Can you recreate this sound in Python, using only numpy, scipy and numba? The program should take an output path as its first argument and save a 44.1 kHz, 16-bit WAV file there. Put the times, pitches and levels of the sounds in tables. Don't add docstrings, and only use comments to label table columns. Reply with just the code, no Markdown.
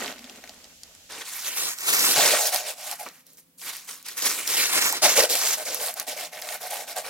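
import sys
import numpy as np
from scipy import signal
from scipy.fft import rfft, irfft
from scipy.io import wavfile
from scipy.ndimage import map_coordinates
from numba import njit

SR = 44100
rng = np.random.default_rng(int(sys.argv[2]) if len(sys.argv) > 2 else 0)


def unload_wav(signal):
    wavfile.write(
        sys.argv[1],
        SR,
        np.round(np.clip(np.atleast_2d(signal).T, -1, 1) * 32767).astype(np.int16),
    )


N = 312880
TIME = np.arange(N) / SR
# start and length in seconds, crease level and swell in dB,
# folds, flap and sheen in dB relative to the creases, cavity level in dB, cavity resonance in Hz
PUSHES = [(2.145, 0.069, -20.5, 4, -7.5, -21.5, -3, -28, 673),
          (2.216, .15, -21, -3.5, -7, -22, -3.5, -32.5, 565),
          (2.373, .12, -25.5, -3.5, -12, -33, -0.5, -32.5, 660),
          (2.513, 0.068, -27.5, -9.5, -5, -32, 2.5, -36.5, 697),
          (2.586, 0.06, -36.5, -9, -9, -29, -5, -43, 642),
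          (2.645, 0.066, -33.5, -3, -7.5, -34, -5.5, -38, 620),
          (2.758, .17, -40, 11.5, -7, -35, -1, -47, 718),
          (2.98, .057, -41.5, -1.5, -8, -39.5, 2.5, -46, 727),
          (3.046, 0.022, -46.5, 0, 3.5, -5.5, 2, -56, 646),
          (5.015, 0.046, -16.5, 4, -8.5, -22, -6.5, -23, 665),
          (5.074, 0.12, -24, -9.5, -7, -24, -6, -39, 640),
          (5.156, 0.082, -21, -0.5, -7, -23, -6.5, -27, 520),
          (5.287, 0.078, -22.5, -4, -12.5, -23.5, -1.5, -35.5, 613),
          (5.367, .17, -26, 0, -9.5, -28, -2.5, -40.5, 664),
          (5.564, 0.063, -35, -1.5, -8.5, -24, 1.5, -41, 662),
          (5.648, 0.15, -33, -7, -8.5, -26, -4, -41, 583), (5.794, 0.1, -30, -3, -8, -28.5, 3.5, -38, 630),
          (5.953, 0.063, -37.5, -1.5, -5.5, -23.5, 1.5, -41, 696),
          (6.064, 0.068, -34, -6.5, -7, -28, 0.5, -39, 630),
          (6.153, .1, -37, -0.5, -5.5, -24.5, -2, -43.5, 670),
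          (6.313, 0.084, -44, -1, -2, -22, -1, -45, 643),
          (6.41, 0.14, -40.5, 4.5, -3.5, -23, 1.5, -43, 676),
          (6.597, 0.073, -39.5, 4.5, -5.5, -34, 1.5, -41, 670),
          (6.695, .13, -36.5, -4, -6.5, -25, -.5, -38, 663), (6.864, 0.056, -39, 3, -4, -25, 0, -42.5, 690),
          (6.951, 0.043, -34, -2, -6.5, -30, -1, -34, 654), (7.029, 0.095, -43, -1, 1, -20, 2, -43, 644)]


def undb(db):
    return 10 ** (np.asarray(db) / 20)


def butter(x, order, hz, kind):
    return signal.sosfilt(signal.butter(order, hz, kind, fs=SR, output="sos"), x)


def during(start, end, fade=0.0082):
    return np.interp(TIME, [start - fade, start, end, end + fade], [0, 1, 1, 0])


def colour(x, points):
    hz, db = np.transpose(points)
    gain_db = np.interp(np.log(np.fft.rfftfreq(N, 1 / SR) + 1), np.log(hz), db)
    return irfft(rfft(x) * undb(gain_db), N)


def unit(x, lo_hz=20, hi_hz=16000):
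    power = np.abs(rfft(x.mean(0))[lo_hz * N // SR:hi_hz * N // SR]) ** 2
    return x * N / np.sqrt(2 * power.sum())


def walk(rate):
    knots = rng.standard_normal(4096)
    return np.interp(TIME * rate, np.arange(len(knots)), knots) * np.sqrt(3 / 2)


def noise(split_hz):
    mid, side = rng.standard_normal((2, N))
    side = butter(side, 1, split_hz, "high")
    return np.array([mid + side, mid - side])


def late(x, ms):
    return map_coordinates(x, [(TIME - ms / 1000) * SR], order=3)


@njit
def svf(x, hz, width):
    y, band_state, low_state = np.empty(len(x)), 0., 0.
    for i in range(len(x)):
        g, damping = np.tan(np.pi * hz[i] / SR), width / hz[i]
        band = (band_state + g * (x[i] - low_state)) / (1 + g * (g + damping))
        band_state = 2 * band - band_state
        low_state += 2 * g * band
        y[i] = damping * band
    return y


def resonate(x, hz, width_hz):
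    return np.array([svf(np.ascontiguousarray(ear), hz + np.zeros(N), float(width_hz)) for ear in x])


@njit
def grains(start, hz, size, cycles):
    y = np.zeros(N)
    for k in range(len(start)):
        first = int(start[k] * SR) + 1
        step = (2j * np.pi - 1 / cycles) * hz[k] / SR
        phasor, turn = size[k] * np.exp(step * (first - start[k] * SR)), np.exp(step)
        for i in range(max(first, 0), min(N, first + int(6 * cycles * SR / hz[k]))):
            y[i] += phasor.imag
            phasor *= turn
    return y


def crackle(rate, lo_hz, hi_hz, spread_db, cycles, scatter_ms, pan_db):
    pool, count = 90000, int(rate * N / SR)
    when, pitch, polarity = rng.random((pool, 3))[:count].T
    strength, offset, side = rng.standard_normal((pool, 3))[:count].T
    hz = lo_hz * (hi_hz / lo_hz) ** pitch
    size = hz * undb(spread_db * np.minimum(strength, 2.7)) * np.sign(polarity - .5)
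    start, lag = when * N / SR, scatter_ms * offset / 1000
    out = np.array([grains(start + ear * lag / 2, hz, size * undb(ear * pan_db * side / 2), cycles)
                    for ear in (1, -1)])
    return out / out.std()


def strokes(start, length, swell_db, db):
    attack_s, release_s = 0.019, 0.022
    relax_db, relax_s = -19, .05
    power = np.zeros(N)
    for s, span, swell, level_db in zip(start, length, swell_db, db):
        near = slice(max(int(s * SR), 0), int((s + span + 10 * relax_s) * SR))
        t = TIME[near] - s
        after = np.maximum(t - span, 0)
        rise = np.clip(t / attack_s, 0, 1)
        fall = np.maximum(np.exp(-after / release_s), undb(relax_db) * np.exp(-after / relax_s))
        level = undb(level_db + swell * (np.clip(t / span, 0, 1) - .5))
        power[near] += (rise * fall * level) ** 2
    return np.sqrt(power)


def strikes(rows, decay_s, width, skirt_db, gain_db):
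    out = np.zeros((2, N + SR))
    t = TIME[:SR // 10]
    for s, db, hz, pan_db in rows:
        shared, own = rng.standard_normal(len(t)), rng.standard_normal((2, len(t)))
        push = (shared + own * hz / 14000) * np.exp(-t / decay_s)
        band_hz = [hz / (1 + width), min(hz * (1 + 2 * width), SR / 2.3)]
        burst = butter(push, 2, band_hz, "band") + undb(skirt_db) * butter(push, 1, 300, "high")
        ear_gains = undb(db + gain_db + np.array([[pan_db], [-pan_db]]) / 2)
        first = int(s * SR)
        out[:, first:first + len(t)] += burst / np.abs(burst.mean(0)).max() * ear_gains
    return out[:, :N]


def background():
    # frequency in Hz, gain in dB.
    air_eq = [(18, -57), (30, -26), (134, -18), (165, -6.5), (210, -16), (252, -6), (374, -23.5),
              (512, -23.5), (702, -27.5), (5590, -30.5), (16000, -26)]
    hiss_eq = [(25, -17), (55, -1), (85, -2), (153, -17), (270, -29), (384, -22), (640, -11), (1100, -24),
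               (2700, -10.5), (4500, -10), (7200, -8.5), (9300, -17.5), (13000, -15), (16000, -44)]
    # pitch in Hz, level in dB.
    partials = [(167, -76), (247.6, -84.5), (511, -78)]
    air = unit(colour(noise(700), air_eq)) * undb(-65)
    hum = sum(undb(db) * np.sqrt(2) * np.sin(2 * np.pi * hz * TIME + .5 * walk(24)) for hz, db in partials)
    hiss = unit(colour(noise(150), hiss_eq)) * undb(-56) * during(0, 1.22)
    return air + hum + hiss


def settling():
    # start and length in seconds, then rustle, swell and boom in dB.
    stages = [(-.03, 0.14, -35, -7, -42), (0.099, 0.29, -51.5, 0.5, -54.5), (0.41, 0.32, -56.5, -9, -65.5),
              (0.823, 0.24, -63.5, -5, -78)]
    # frequency in Hz, gain in dB.
    wad_eq = [(190, -39), (330, -2.5), (640, 1.5), (980, -4.5), (1300, -3), (2900, -4.5), (5000, -8.5),
              (7500, -7.5), (9000, -14), (13500, -12), (16000, -24)]
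    neck_hz = 243
    start, length, rustle_db, swell_db, boom_db = np.transpose(stages)
    buckles = crackle(rate=5400, lo_hz=337, hi_hz=14900, spread_db=7.5, cycles=1.7,
                      scatter_ms=0.064, pan_db=4.5)
    rustle = unit(colour(buckles + undb(-4.5) * noise(4000), wad_eq), 600, 8000)
    boom = unit(resonate(resonate(noise(2200), neck_hz, 60), neck_hz, 100))
    return (rustle * strokes(start, length, swell_db, rustle_db)
            + boom * strokes(start, length, swell_db, boom_db))


def snaps():
    # start in seconds, relative peak in dB, pitch in Hz, left minus right in dB.
    ticks = [(.0795, -19.5, 2680, -1), (.125, -26, 2410, -1), (.183, -33, 3480, 0), (.1923, -30, 2920, 1),
             (.243, -28, 3100, 0), (.297, -26, 3100, 1), (.3586, -34.5, 2380, 1), (.4398, -27.5, 2400, 1),
             (.4758, -32, 2800, 3), (.4938, -26, 2940, 0), (.5437, -38, 4750, 1), (.6434, -33, 3600, -3),
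             (.6527, -36.5, 3200, -2), (.834, -26, 4850, 1), (.9503, -35, 4200, -4),
             (1.1076, -39, 3360, 10), (1.12, -27, 3900, 1), (1.7862, -22.5, 4970, -7),
             (2.472, -10, 6650, 9), (2.5456, -4.5, 11100, 0), (2.5606, -12, 5230, 8),
             (2.9134, -17, 6310, 1), (3.0878, -27.5, 3370, 0), (3.267, -37, 7500, 0),
             (3.3338, -34, 11800, 2), (3.616, -27.5, 2730, 8), (3.7676, -21.5, 12700, 3),
             (4.0276, -30, 7540, 0), (4.0636, -26, 7600, -1), (4.0856, -22, 7500, 0), (4.4762, -8, 5500, 1),
             (4.7742, -20, 8200, -3), (4.9255, -8, 9000, -10), (5.3536, -9, 4940, 3),
             (5.4716, -12, 3600, 0), (5.7454, -10.5, 11100, -1), (5.9404, -19, 9960, 0),
             (5.9984, -11, 6900, 5), (6.0797, -37, 2550, -1), (6.4173, -21, 12100, -3),
             (6.4217, -19, 3050, -1), (6.4892, -17.5, 2430, 1), (6.5426, -19, 13600, 3),
             (6.6184, -30, 8410, -9.5), (6.708, -21, 9200, 2), (6.9294, -25.5, 3600, 2),
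             (6.9623, -21, 12200, 0)]
    return strikes(ticks, decay_s=0.001, width=0.62, skirt_db=-14, gain_db=0.6)


def cavity(x):
    # pitch in Hz, width in Hz, gain in dB.
    modes = [(446, 8, 8.5), (506, 19, 4.5), (615, 18, -2), (736, 28, -0.5), (842, 39, 7.5)]
    start, length, *_, mouth_hz = np.transpose(PUSHES)
    centre_hz = np.interp(TIME, start + length / 2, mouth_hz)
    air = resonate(resonate(x, centre_hz, 180), centre_hz, 290)
    return air + sum(undb(db) * resonate(air, hz, width) for hz, width, db in modes)


def jerks(rate, spread_db, decay_s, steady):
    jitter, strength = rng.random((2000, 2))[:int(rate * N / SR)].T
    onsets = np.minimum((np.arange(len(jitter)) + jitter) * SR / rate, N - 1).astype(int)
    kicks = np.zeros(N)
    np.add.at(kicks, onsets, undb(spread_db * strength))
    fits = signal.lfilter([1], [1, -np.exp(-1 / (decay_s * SR))], kicks)
    fits = fits + steady * fits.mean()
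    return fits / np.sqrt(np.mean(fits ** 2))


def facets(x, rate, width_hz, depth_db):
    hz, s, spectra = signal.stft(x, SR, nperseg=512)
    field = rng.standard_normal((256, 512))
    region = np.log1p(hz / 2500) * 2500 / width_hz
    ripple = map_coordinates(field, np.meshgrid(region, s * rate, indexing="ij"), order=3, mode="wrap")
    return signal.istft(spectra * undb(depth_db * ripple), SR, nperseg=512)[1][:, :N]


def bounce(x):
    delay_ms, gain = 0.2173 * 2 ** (0.728 * walk(11)), undb(-14)
    reflection = np.array([late(ear, delay_ms) for ear in x])
    return (x + gain * reflection) / np.hypot(1, gain)


def sharp_creases(give, sheen_db):
    # frequency in Hz, gain in dB.
    crisp_eq = [(1200, -40), (2500, -8.5), (3600, -3), (6500, -1), (10000, -1.5), (12500, -1), (16000, -7)]
    fine = crackle(rate=5500, lo_hz=1980, hi_hz=16250, spread_db=6.5, cycles=1.6,
                   scatter_ms=0.0099, pan_db=5)
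    crisp = facets(fine + undb(0.5) * noise(7500), rate=22, width_hz=528, depth_db=1.0)
    crisp = bounce(colour(crisp * give, crisp_eq))
    sheen = signal.sosfiltfilt(signal.butter(2, 9000, "high", fs=SR, output="sos"), crisp)
    tilted = crisp + (undb(sheen_db) - 1) * sheen
    crisp = unit(tilted, 3500, 16000) * undb(-.3 * sheen_db)
    stiff = crackle(rate=110, lo_hz=1900, hi_hz=6000, spread_db=3.0, cycles=2.4,
                    scatter_ms=0.026, pan_db=5.5)
    return crisp + undb(-13.5) * butter(stiff, 2, 900, "high")


def wet_folds(give):
    # frequency in Hz, gain in dB.
    fold_eq = [(350, -25), (700, -6.5), (1100, 0.5), (1500, 1), (2300, 3.5), (3200, -3), (5500, -2.5),
               (12000, -48.5)]
    buckles = crackle(rate=3200, lo_hz=620, hi_hz=4150, spread_db=4.0, cycles=2.5,
                      scatter_ms=0.025, pan_db=1.5)
    crunch = bounce(facets(buckles + noise(4800), rate=19, width_hz=292, depth_db=0.5))
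    return unit(colour(crunch * give * undb(0.97 * walk(90)), fold_eq), 1000, 3000)


def flapping(give):
    # frequency in Hz, gain in dB.
    flap_eq = [(25, -29), (60, -28), (110, -8), (170, -3.5), (280, 5), (480, 9), (700, 4.5), (1200, -11),
               (3000, -52.5)]
    draught = butter(rng.standard_normal((2, N)), 1, 80, "low")
    flutter = (noise(2200) + undb(2.0) * draught) * give * undb(2.0 * walk(45))
    return unit(colour(flutter, flap_eq), 130, 400)


def crumpling():
    # start and length in seconds, crease level and swell
    # in dB, then folds, flap and sheen in dB relative to the creases.
    grips = [(1.089, 0.13, -43.5, 1, 1, -14, -10.5), (1.241, 0.25, -37.5, 5, -8, -30, 1),
             (1.447, 0.22, -35.5, -4, -5.5, -23, 0), (1.554, .17, -29.5, -4.5, -8, -25, -2),
             (1.753, 0.15, -35, 19, -7, -28, -2), (1.852, 0.049, -25, 4, -7.5, -22.5, -2.5),
             (1.912, 0.061, -21.5, -5, -6.5, -23.5, 3.5), (1.974, 0.16, -21.5, 1, -9, -23, -1.5),
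             (3.088, 0.12, -59, -2, -.5, -30, 4.5), (3.253, 0.098, -59.5, -6, -12.5, -15, 0.5),
             (3.364, .029, -51, -3, -12.5, -19, 7), (3.571, 0.041, -49, 5.5, -20, -34, 5),
             (3.604, 0.088, -39.5, 14, -5.5, -24, 1.5), (3.716, 0.15, -45, -18, -6.5, -32, -2),
             (3.872, 0.18, -48, -26.5, -6.5, -29, 2), (4.039, 0.054, -40.5, 9, -7, -25.5, -8),
             (4.101, 0.05, -45, -6, -5, -18, 3.5), (4.164, 0.042, -32, -10, -6.5, -26, 3),
             (4.203, 0.071, -26.5, 8.5, -11, -25, -2.5), (4.281, .18, -32.5, -7, -6, -23, 0),
             (4.455, .095, -27.5, 6, -6.5, -25, 0.5), (4.562, 0.19, -26, -17, -7.5, -25, -5),
             (4.711, 0.071, -22.5, 4.5, -5.5, -25, -6), (4.795, 0.1, -24, -1.5, -4, -23, -4.5),
             (4.868, 0.1, -36, 11.5, -3, -18.5, -5)]
    # time in seconds, left-ear lag in ms.
    path = [(1.3, -0.013), (1.7, 0.11), (1.9, 0.2), (2.1, .11), (2.2, -0.038), (3.3, 0.041), (4.25, -0.046),
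            (4.9, 0.16), (5.05, 0.057), (7.0, -0.018)]
    moves = sorted([tuple(grip) for grip in grips] + [tuple(push[:-2]) for push in PUSHES])
    start, length, crease_db, swell_db, folds_db, flap_db, sheens = np.transpose(moves)
    sheen_db = np.interp(TIME, start + length / 2, sheens)
    give = jerks(rate=93, spread_db=9.5, decay_s=0.01, steady=5.1)
    give *= undb(0.87 * walk(120) + 0.52 * walk(35))
    layers = (sharp_creases(give, sheen_db), 0), (wet_folds(give), folds_db), (flapping(give), flap_db)
    sound = sum(layer * strokes(start, length, swell_db, crease_db + db) for layer, db in layers)
    sound[0] = late(sound[0], np.interp(TIME, *np.transpose(path)))
    return sound


def stuffing():
    # pitch in Hz, width in Hz, gain in dB.
    upper_modes = [(1570, 82, -7), (2100, 66, -17), (2350, 170, -24)]
    start, length, _, swell_db, *_, cavity_db, _ = np.transpose(PUSHES)
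    scrape = crackle(rate=2500, lo_hz=272, hi_hz=2860, spread_db=2.5, cycles=0.66,
                     scatter_ms=.03, pan_db=-4.5)
    scrape *= jerks(rate=55, spread_db=11, decay_s=0.009, steady=2.2)
    hollow = cavity(scrape) + sum(undb(db) * resonate(scrape, hz, width) for hz, width, db in upper_modes)
    return unit(hollow, 470, 880) * strokes(start, length, swell_db, cavity_db)


def bumps():
    # start in seconds, relative peak in dB, pitch in Hz.
    hits = [(2.168, -34, 135), (2.181, -34, 720), (2.194, -19, 660), (2.334, -13, 545), (2.543, -18, 686),
            (3.062, -27.5, 1100), (4.929, -19.5, 910), (5.033, -25, 720), (5.176, -14, 534),
            (6.08, -38, 298)]
    return strikes([(*hit, 0) for hit in hits], decay_s=0.0081, width=0.14, skirt_db=-50.5, gain_db=-2.5)


def room(x, near_t60=0.018, near_db=-13, wall_t60=.33, wall_db=-18):
    t = TIME[:SR // 2]
    out = x
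    for t60, db, lo_hz in ((near_t60, near_db, 1200), (wall_t60, wall_db, 300)):
        tail = noise(2300)[:, :len(t)] * np.exp(-np.log(1000) * t / t60) * (t > .002)
        tail = butter(tail, 1, [lo_hz, 8000], "band")
        tail /= np.sqrt((tail ** 2).sum(1, keepdims=True))
        out = out + undb(db) * signal.fftconvolve(x, tail, axes=1)[:, :N]
    return out


def scene():
    ticks, knocks = snaps(), bumps()
    ringing = undb(16.5) * cavity(ticks * during(.1, .7))
    action = room(crumpling() + stuffing() + settling() + ticks + ringing + knocks)
    return (action + background()) * undb([[-.4], [.4]])


def record(dry):
    top_hz = 16150
    return signal.sosfilt(signal.ellip(10, .2, 80, top_hz, fs=SR, output="sos"), np.tanh(dry))


dry = scene()
out = record(dry)
unload_wav(out)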